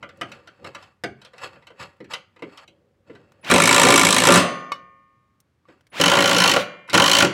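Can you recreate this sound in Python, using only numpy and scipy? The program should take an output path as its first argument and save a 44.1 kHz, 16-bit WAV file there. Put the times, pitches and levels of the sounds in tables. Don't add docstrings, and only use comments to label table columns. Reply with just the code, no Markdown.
import sys
import numpy as np
from scipy import signal
from scipy.fft import rfft, irfft, next_fast_len
from scipy.io import wavfile
from scipy.ndimage import uniform_filter1d, minimum_filter1d

SR = 44100
rng = np.random.default_rng(int(sys.argv[2]) if len(sys.argv) > 2 else 0)


def int16_out(signal):
    q = np.round(np.clip(np.atleast_2d(signal).T, -1, 1) * 32767)
    wavfile.write(sys.argv[1], SR, q.astype(np.int16))


def amplitude_ratio(level_db):
    exponent = np.asarray(level_db, float) / 20
    return 10 ** exponent


N = 323253
T = np.arange(N) / SR
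FADE_OUT_S = 5.41

# frequency in Hz, relative level in dB per Hz.
TOUCHED = [(24, -66), (40, -6), (444, 4), (1070, -20), (1210, -3.5), (1760, -13), (1950, -9), (4340, -19.5),
           (10700, -40), (16000, -63.5)]
HALF_BLOWS_S = [3.499, 5.999, 6.931, 6.9413]


def colour(x, points):
    hz, db = np.transpose(points)
    f = np.maximum(np.arange(len(x) // 2 + 1) * SR / len(x), 1)
    gain = amplitude_ratio(np.interp(np.log(f), np.log(hz), db))
    return irfft(rfft(x) * gain, len(x))


def unit(x):
    return x / np.sqrt(np.sum(x ** 2, axis=-1, keepdims=True))


def split(x):
    bands = []
    for hz, kind in ((700, "low"), ((700, 2800), "band"), (2800, "high")):
        sos = signal.butter(3, hz, kind, fs=SR, output="sos")
        bands.append(signal.sosfilt(sos, x))
    return np.array(bands)


def modes(table, t):
    return sum(amplitude_ratio(db) * np.sin(2 * np.pi * hz * t) * 1000. 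** (-t / t60) for hz, db, t60 in table)


def box(points, fade, panel_db, quick_s, linger_db):
    # frequency in Hz, t60 in seconds before the fade factor.
    dense_t60 = [(60, 1), (300, 0.75), (1000, 0.71), (3000, 0.51), (6000, 0.36), (16000, 0.24)]
    # frequency in Hz, relative level in dB.
    panel_modes = [(112, -17), (180, -4), (302, -4), (508, -3), (567, 2), (934, -6), (1005, -2), (1180, -1),
                   (1389, -4), (1742, -3.5)]
    t = T[:3 * SR // 2]
    hz, t60 = np.transpose(dense_t60)
    burst = rng.standard_normal(len(t))
    line_gain = amplitude_ratio(3.4 * rng.exponential(size=len(t) // 2 + 1))
    sheet = irfft(rfft(burst) * line_gain, len(t))
    dense = 0
    for f in 45 * 2 ** np.arange(0, 8.6, .5):
        band = signal.butter(2, (f / 1.19, min(f * 1.19, 20000)), "band", fs=SR, output="sos")
        noisy, lined = unit(signal.sosfilt(band, [burst, sheet]))
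        quick = quick_s * (f / 1000) ** -.5
        slow = np.interp(np.log(f), np.log(hz), t60) * fade
        leaving = noisy * 1000. ** (-t / quick)
        lingering = amplitude_ratio(linger_db) * lined * 1000. ** (-t / slow)
        dense = dense + unit(leaving + lingering) * np.sqrt(f)
    size = next_fast_len(len(t) + SR)
    padded = np.roll(np.pad(dense, (0, size - len(t))), 2000)
    dense = np.roll(colour(padded, points), -2000)[:len(t)]
    panel = modes([(f, db, 0.15 * fade * (f / 1000) ** -.4) for f, db in panel_modes], t)
    return unit(split(unit(dense) + amplitude_ratio(panel_db) * unit(panel)))


def strike(push, answer):
    return signal.fftconvolve(push, answer, axes=1)[:, :N].sum(axis=0)


def pushes(times, band_db, chatter_s, tick):
    out, t = np.zeros((3, N + 4000)), T[:4000]
    chance = rng.standard_normal((len(times), len(t)))
    for s, db, c, length in zip(times, band_db, chance, np.maximum(chatter_s, 1e-4)):
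        chatter = unit(c * np.sqrt(t / length) * np.exp(-t / length))
        burst = unit(chatter + tick * (t == 0))
        first = int(s * SR)
        out[:, first:first + len(t)] += np.outer(amplitude_ratio(db), burst)
    return out[:, :N]


def faded_out(x):
    return x * np.exp(-np.maximum(T - FADE_OUT_S, 0) / .02)


def air():
    # frequency in Hz, relative level in dB per Hz.
    murmur_tone = [(15, -32.5), (25, 12.5), (575, -19), (734, -24), (1190, -21.5), (16000, -49)]
    x = colour(rng.standard_normal(N), murmur_tone)
    return amplitude_ratio(-61) * x / np.std(x)


def rub():
    # time of peak in seconds, scrape (middle band) in dB,
    # rumble relative to the scrape in dB, seconds to swell by 20 dB, seconds to fade by 20 dB.
    strokes = [(0.03, -62.5, 14, 0.18, 0.14), (0.19, -59, 6.5, 0.18, 0.37), (0.34, -49, 0, 0.17, 0.13),
               (0.47, -60.5, -3, 0.16, 0.42), (0.63, -63.5, 20.5, 0.047, 0.13),
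               (0.669, -37.5, -4, 0.03, 0.034), (0.83, -50.5, -8, 0.34, 0.12), (1.27, -53, -8, 0.11, 0.028),
               (1.36, -55, -10, 0.059, 0.55), (1.438, -31.5, -9, 0.044, 0.057),
               (1.55, -54.5, -2, 0.35, 0.069), (1.799, -36.5, -4.5, 0.017, 0.095),
               (1.829, -37, -24, 0.049, 0.041), (1.93, -65.5, -4, 0.093, 0.28),
               (2.11, -33.5, -10.5, .014, 0.08), (2.5, -57, -4, 0.174, 0.03),
               (2.53, -47.5, -14, 0.022, 0.031), (2.59, -46, -28, 0.046, 0.034),
               (2.641, -49.5, -27, 0.22, 0.0053), (2.71, -78, 18, 0.077, 0.68),
               (3.075, -58.5, 5, 0.023, 0.53), (3.41, -67, 3.5, 0.23, 0.098), (5.7, -58, -10, 0.049, 0.15)]
    size = amplitude_ratio(2.5 * np.minimum(rng.exponential(size=N), 6))
    grit = rng.standard_normal(N) * size * (rng.random(N) < .15)
    power = 0
    for s, peak_db, rumble_db, swell, fade in strokes:
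        db = peak_db - 20 * np.where(T < s, (s - T) / swell, (T - s) / fade)
        bands_db = np.array([db + rumble_db, db, 1.168 * db + 0.5])
        power = power + amplitude_ratio(bands_db) ** 2
    push = np.sqrt(power) * grit / np.std(grit)
    return strike(push, box(TOUCHED, fade=0.069, panel_db=-1.0, quick_s=0.048, linger_db=-13.5))


def knocks():
    # start in seconds, level in dB before the shared lift below,
    # boom relative to that level in dB, crack relative to that level in dB.
    taps = [(0.027, -27.5, -7.5, -16), (0.09, -39, -20, -8), (0.212, -18.5, -8, -10), (0.317, -33, -42, -4),
            (0.473, -36.5, -9, -7.5), (0.644, -31, -8, -8), (0.748, -28, -17, -6.5), (0.826, -43, -41, -1),
            (1.037, -16.5, -8.5, -9.5), (1.216, -43, -23, -1.5), (1.248, -40, -29, -0.5),
            (1.334, -40.5, -5, -11), (1.557, -44, 5.5, -31), (1.38, -39.5, -20, -2.5),
            (1.623, -46, -27, -16), (1.669, -39.5, -23, -3), (1.703, -42, 0.5, -15), (2.003, -39, 7.5, -15),
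            (2.043, -46, -6, -5), (2.135, -22, -28.5, -0.5), (2.362, -44.5, -7, -12), (2.392, -45, -6, -13),
            (2.422, -28, 1.5, -15.5), (2.574, -39.5, -31, 1), (2.677, -49, 4.5, 3), (3.097, -42, 10, -30),
            (3.151, -42.5, 0.5, -10), (3.445, -36, -6.5, 1), (4.72, -26.5, -36, -0.5),
            (5.685, -47, 9.5, -13), (6.877, -43, -18, -5.5), (6.887, -29, -26, -22),
            (6.897, -41.5, 6.5, 16)]
    lift_db = 21.5
    s, db, boom, crack = np.transpose(taps)
    db = np.array([db + boom, db, db + crack]).T + lift_db
    apart = (s > 4.5) & (s < FADE_OUT_S)
    shorter = box(TOUCHED, fade=.5, panel_db=1.5, quick_s=.05, linger_db=-18)
    out = faded_out(strike(pushes(s[apart], db[apart], np.full(len(s), .0015), tick=2.5), shorter))
    for spot in range(3):
        mine = ~apart & (np.arange(len(s)) % 3 == spot)
        answer = box(TOUCHED, fade=.6, panel_db=-7.5, quick_s=.13, linger_db=-17)
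        out = out + strike(pushes(s[mine], db[mine], np.full(len(s), .0014), tick=1.1), answer)
    return out


def ticks():
    # start in seconds, level in dB of the noise before its band filter, centre in Hz.
    small_parts = [(0.173, -55, 6000), (0.295, -61, 8000), (1.9694, -69, 5000), (3.32, -40, 1020),
                   (5.4026, -50, 8600), (5.809, -45, 1233), (5.8683, -44.5, 2350)]
    out, t = np.zeros(N), T[:1500]
    chance = rng.standard_normal((len(small_parts), len(t)))
    for (s, db, hz), c in zip(small_parts, chance):
        band = signal.butter(1, (hz / 2.1, hz * 1.5), "band", fs=SR, output="sos")
        first = int(s * SR)
        out[first:first + len(t)] += amplitude_ratio(db) * signal.sosfilt(band, c) * np.exp(-t / .0045)
    return out


def motor():
    # pulled in seconds, released in seconds, motor level in dB.
    pulls = [(3.413, 4.412, -25.5), (5.902, 6.611, -27), (6.876, 7.238, -30.5)]
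    # multiple of the gear tone, level relative to the motor in dB.
    whine_tones = [(1, -5), (2.15, -10)]
    # frequency in Hz, relative level in dB per Hz.
    rush_tone = [(59, -39.5), (100, -7.5), (1050, -8), (2180, -5), (2420, -2.5), (15000, -34.5)]
    gear_hz, switch_hz, switch_db = 2150, 9900, -62.5
    rush = colour(rng.standard_normal(N), rush_tone)
    low, mid, high = split(rush / np.std(rush))
    out = 0
    for on, off, db in pulls:
        spin_up = np.clip((T - on - .012) / .09, 0, 1) ** .8
        speed = spin_up * np.exp(-np.maximum(T - off, 0) / .045)
        turn = 2 * np.pi * gear_hz * np.cumsum(speed) / SR
        whine = sum(amplitude_ratio(w) * np.sin(k * turn) for k, w in whine_tones)
        whine = whine * np.exp(-np.maximum(T - on - .08, 0) / .008)
        sing = (T > on) * np.exp(-np.maximum(T - on, 0) / 0.056) * np.sin(2 * np.pi * switch_hz * T)
        running = speed ** 1.5 * (low + mid + speed ** 0.69 * high + whine)
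        out = out + amplitude_ratio(db) * running + amplitude_ratio(switch_db) * sing
    return out


def blow_times():
    # first full blow in seconds, power cut in seconds,
    # pace in blows per second before the changes below, its sag in blows per second each second.
    bursts = [(3.5123, 4.3516, 61.26, 14.14), (6.012, 6.5063, 63.32, 22.71), (6.949, 7.1896, 58.57, 2.32)]
    start_shortfall, catch_up_s, coast_s, stop_s = .437, .072, .1515, .063
    slip_s, slip_blows_per_s = 4.2, 7.93
    times = list(HALF_BLOWS_S)
    for first, cut, rate, sag in bursts:
        t = T[:int((cut + stop_s - first) * SR)]
        pace = rate - sag * t + slip_blows_per_s * (first < slip_s) * (first + t > slip_s)
        pace = pace * (1 - start_shortfall * np.exp(-t / catch_up_s))
        pace = pace * np.exp(-np.maximum(first + t - cut, 0) / coast_s)
        struck = np.cumsum(pace) / SR
        times += list(first + np.interp(np.arange(int(struck[-1]) + 1), struck, t))
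    return np.sort(times)


def hammer():
    # time in seconds, blow level in dB as if averaged over 55 blows a second,
    # shake in dB (how freely the box booms under the blow).
    pressure = [(3.498, -27.5, 8), (3.516, -13, 4), (3.581, -23, 2.5), (3.679, -17, -6.5), (3.854, -19, 1),
                (4.149, -18.5, -8), (4.238, -21, -2), (4.299, -9, 4.5), (4.362, -16, -4),
                (4.395, -35.5, 13), (5.998, -25.5, 7.5), (6.011, -18, -5), (6.151, -23, 1.5),
                (6.503, -18.5, -7), (6.566, -23.5, 6.5), (6.928, -28.5, 7), (6.943, -15, 0),
                (6.998, -19.5, 1), (7.1, -18.5, -14), (7.2, -17.5, -6.5), (7.226, -16.5, 2),
                (7.248, -24, 2.5)]
    # frequency in Hz, relative level in dB per Hz.
    struck_tone = [
        [(24, -63.5), (40, -45.5), (171, 4), (570, 0), (790, -9.5), (1020, -2.5), (1900, -10), (2210, -6),
         (3470, -12), (8990, -15), (16000, -42.5)],
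        [(24, -49), (40, -46), (167, 2), (556, -2), (751, -8), (1440, -4), (1720, -8), (3060, -11.5),
         (5310, -21.5), (6650, -18.5), (16000, -45)],
    ]
    # frequency in Hz, level relative to the crack in dB, t60 in seconds.
    bit_pings = [(2250, -2, .03), (3050, -12, .03)]
    clang_db, clang_per_shake = 4, .48
    ping_dulls_s, ping_dulls_db, ping_scatter_db = 4.03, -9, 3
    times = blow_times()
    s, crack, shake = np.transpose(pressure)
    clang = crack + clang_db + clang_per_shake * shake
    db = np.array([np.interp(times, s, v) for v in (crack + shake, clang, crack)]).T
    chance = rng.standard_normal((len(times), 9))
    db = db + .8 * chance[:, :1] + 1.5 * chance[:, 1:4] + 10 * np.log10(SR / 55)
    drag = np.where(np.isin(times, HALF_BLOWS_S), 3, 1)
    times = times + .0004 * chance[:, 4]
    chatter_s = .0017 * drag * amplitude_ratio(2.5 * chance[:, 5])
    before, after = T < FADE_OUT_S, T > FADE_OUT_S
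    seat_db = 20 * np.log10(np.abs(unit(chance[:, 6:])))
    first_side, rest = np.zeros(N), np.zeros(N)
    for seat in seat_db.T:
        push = pushes(times, db + seat[:, None], chatter_s, tick=1.0)
        first_box = box(struck_tone[0], fade=0.96, panel_db=-7.5, quick_s=.05, linger_db=-21.5)
        first_side += strike(push * before, first_box)
        second_box = box(struck_tone[1], fade=0.79, panel_db=-9.5, quick_s=0.064, linger_db=-19)
        rest += strike(push * after, second_box)
    dulled = (times > ping_dulls_s) * (times < FADE_OUT_S)
    ping_db = db[:, 2] + ping_scatter_db * chance[:, 6] + ping_dulls_db * dulled
    tick = pushes(times, np.outer(ping_db, np.ones(3)), chatter_s / 2, tick=0.5)[0]
    for side, (hz, level_db, t60) in zip((before, after), bit_pings):
        ping = unit(modes([(hz, 0, t60)], T[:SR // 10]))
        rest += amplitude_ratio(level_db) * signal.fftconvolve(tick * side, ping)[:N]
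    return faded_out(first_side) + rest


def ring():
    # time in seconds, which fastener (0 the first, 1 the second).
    eases = [(4.4, 0), (6.6, 1), (7.26, 1)]
    # frequency in Hz, level in dB after the first fastener,
    # level in dB after the second, t60 in seconds.
    long_modes = [(541, -36, -50, 1.05), (589, -29, -33, .6), (1092, -26, -46, 1.2), (1212, -27, -62, 1.2),
                  (1347, -33, -38, .55), (1463, -33, -42, .75), (1760, -35, -47, .75),
                  (1805, -34, -46, 1.15), (1945, -33, -48, .8), (2033, -49, -54, 1.3),
                  (2108, -50, -46, 1.5), (2229, -43, -49, 1.1), (2358, -42, -63, 1), (2388, -46, -42, 1.3),
                  (2707, -42, -53, .8), (2751, -35, -56, .6), (2805, -41, -44, .7), (2901, -54, -52, 1.3),
                  (3140, -51, -50, 1), (3522, -36, -52, .5), (3951, -48, -45, .45)]
    swell_s = .05
    out = np.zeros((2, N))
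    phases = 2 * np.pi * rng.random((len(eases), len(long_modes)))
    for (s, side), start in zip(eases, phases):
        first = int((s - 5 * swell_s) * SR)
        t = T[first:first + SR + SR // 2] - s
        lines = sum(amplitude_ratio(dbs[side]) * np.sin(2 * np.pi * hz * t + p) * 1000. ** (-np.maximum(t, 0) / t60)
                    for (hz, *dbs, t60), p in zip(long_modes, start))
        out[side, first:first + len(t)] += np.exp(np.minimum(t, 0) / swell_s) * lines
    return faded_out(out[0]) + out[1]


def clanks():
    # start in seconds, level in dB.
    hits = [(4.719, -19.5), (5.654, -55.5)]
    # frequency in Hz, level relative to the clank in dB
    # (as in the first clank), t60 in seconds.
    socket_modes = [(1149, 4, 0.07), (2190, -7, 0.067), (2940, -14, 0.16), (3800, -11.5, 0.049),
                    (4460, -15, 0.074)]
    out, lowest_hz = 0, socket_modes[0][0]
    for s, db in hits:
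        softer_db = db - hits[0][1]
        dulled = [(hz, m + 0.2 * softer_db * np.log2(hz / lowest_hz), t60) for hz, m, t60 in socket_modes]
        out = out + amplitude_ratio(db) * modes(dulled, np.maximum(T - s, 0))
    return out


def scene():
    return (air() + rub() + knocks() + ticks() + motor() + hammer() + ring() + clanks())[None]


def band_limit(x):
    return signal.sosfilt(signal.butter(12, 16000, fs=SR, output="sos"), x)


def record(dry):
    x = signal.sosfilt(signal.butter(4, 85, "high", fs=SR, output="sos"), dry)
    need = np.minimum(1, amplitude_ratio(-.8) / (np.abs(x) + 1e-9))
    hold = int(.003 * SR)
    gain = uniform_filter1d(minimum_filter1d(need, 2 * hold), hold)
    return band_limit(x * gain)


dry = scene()
out = record(dry)
int16_out(out)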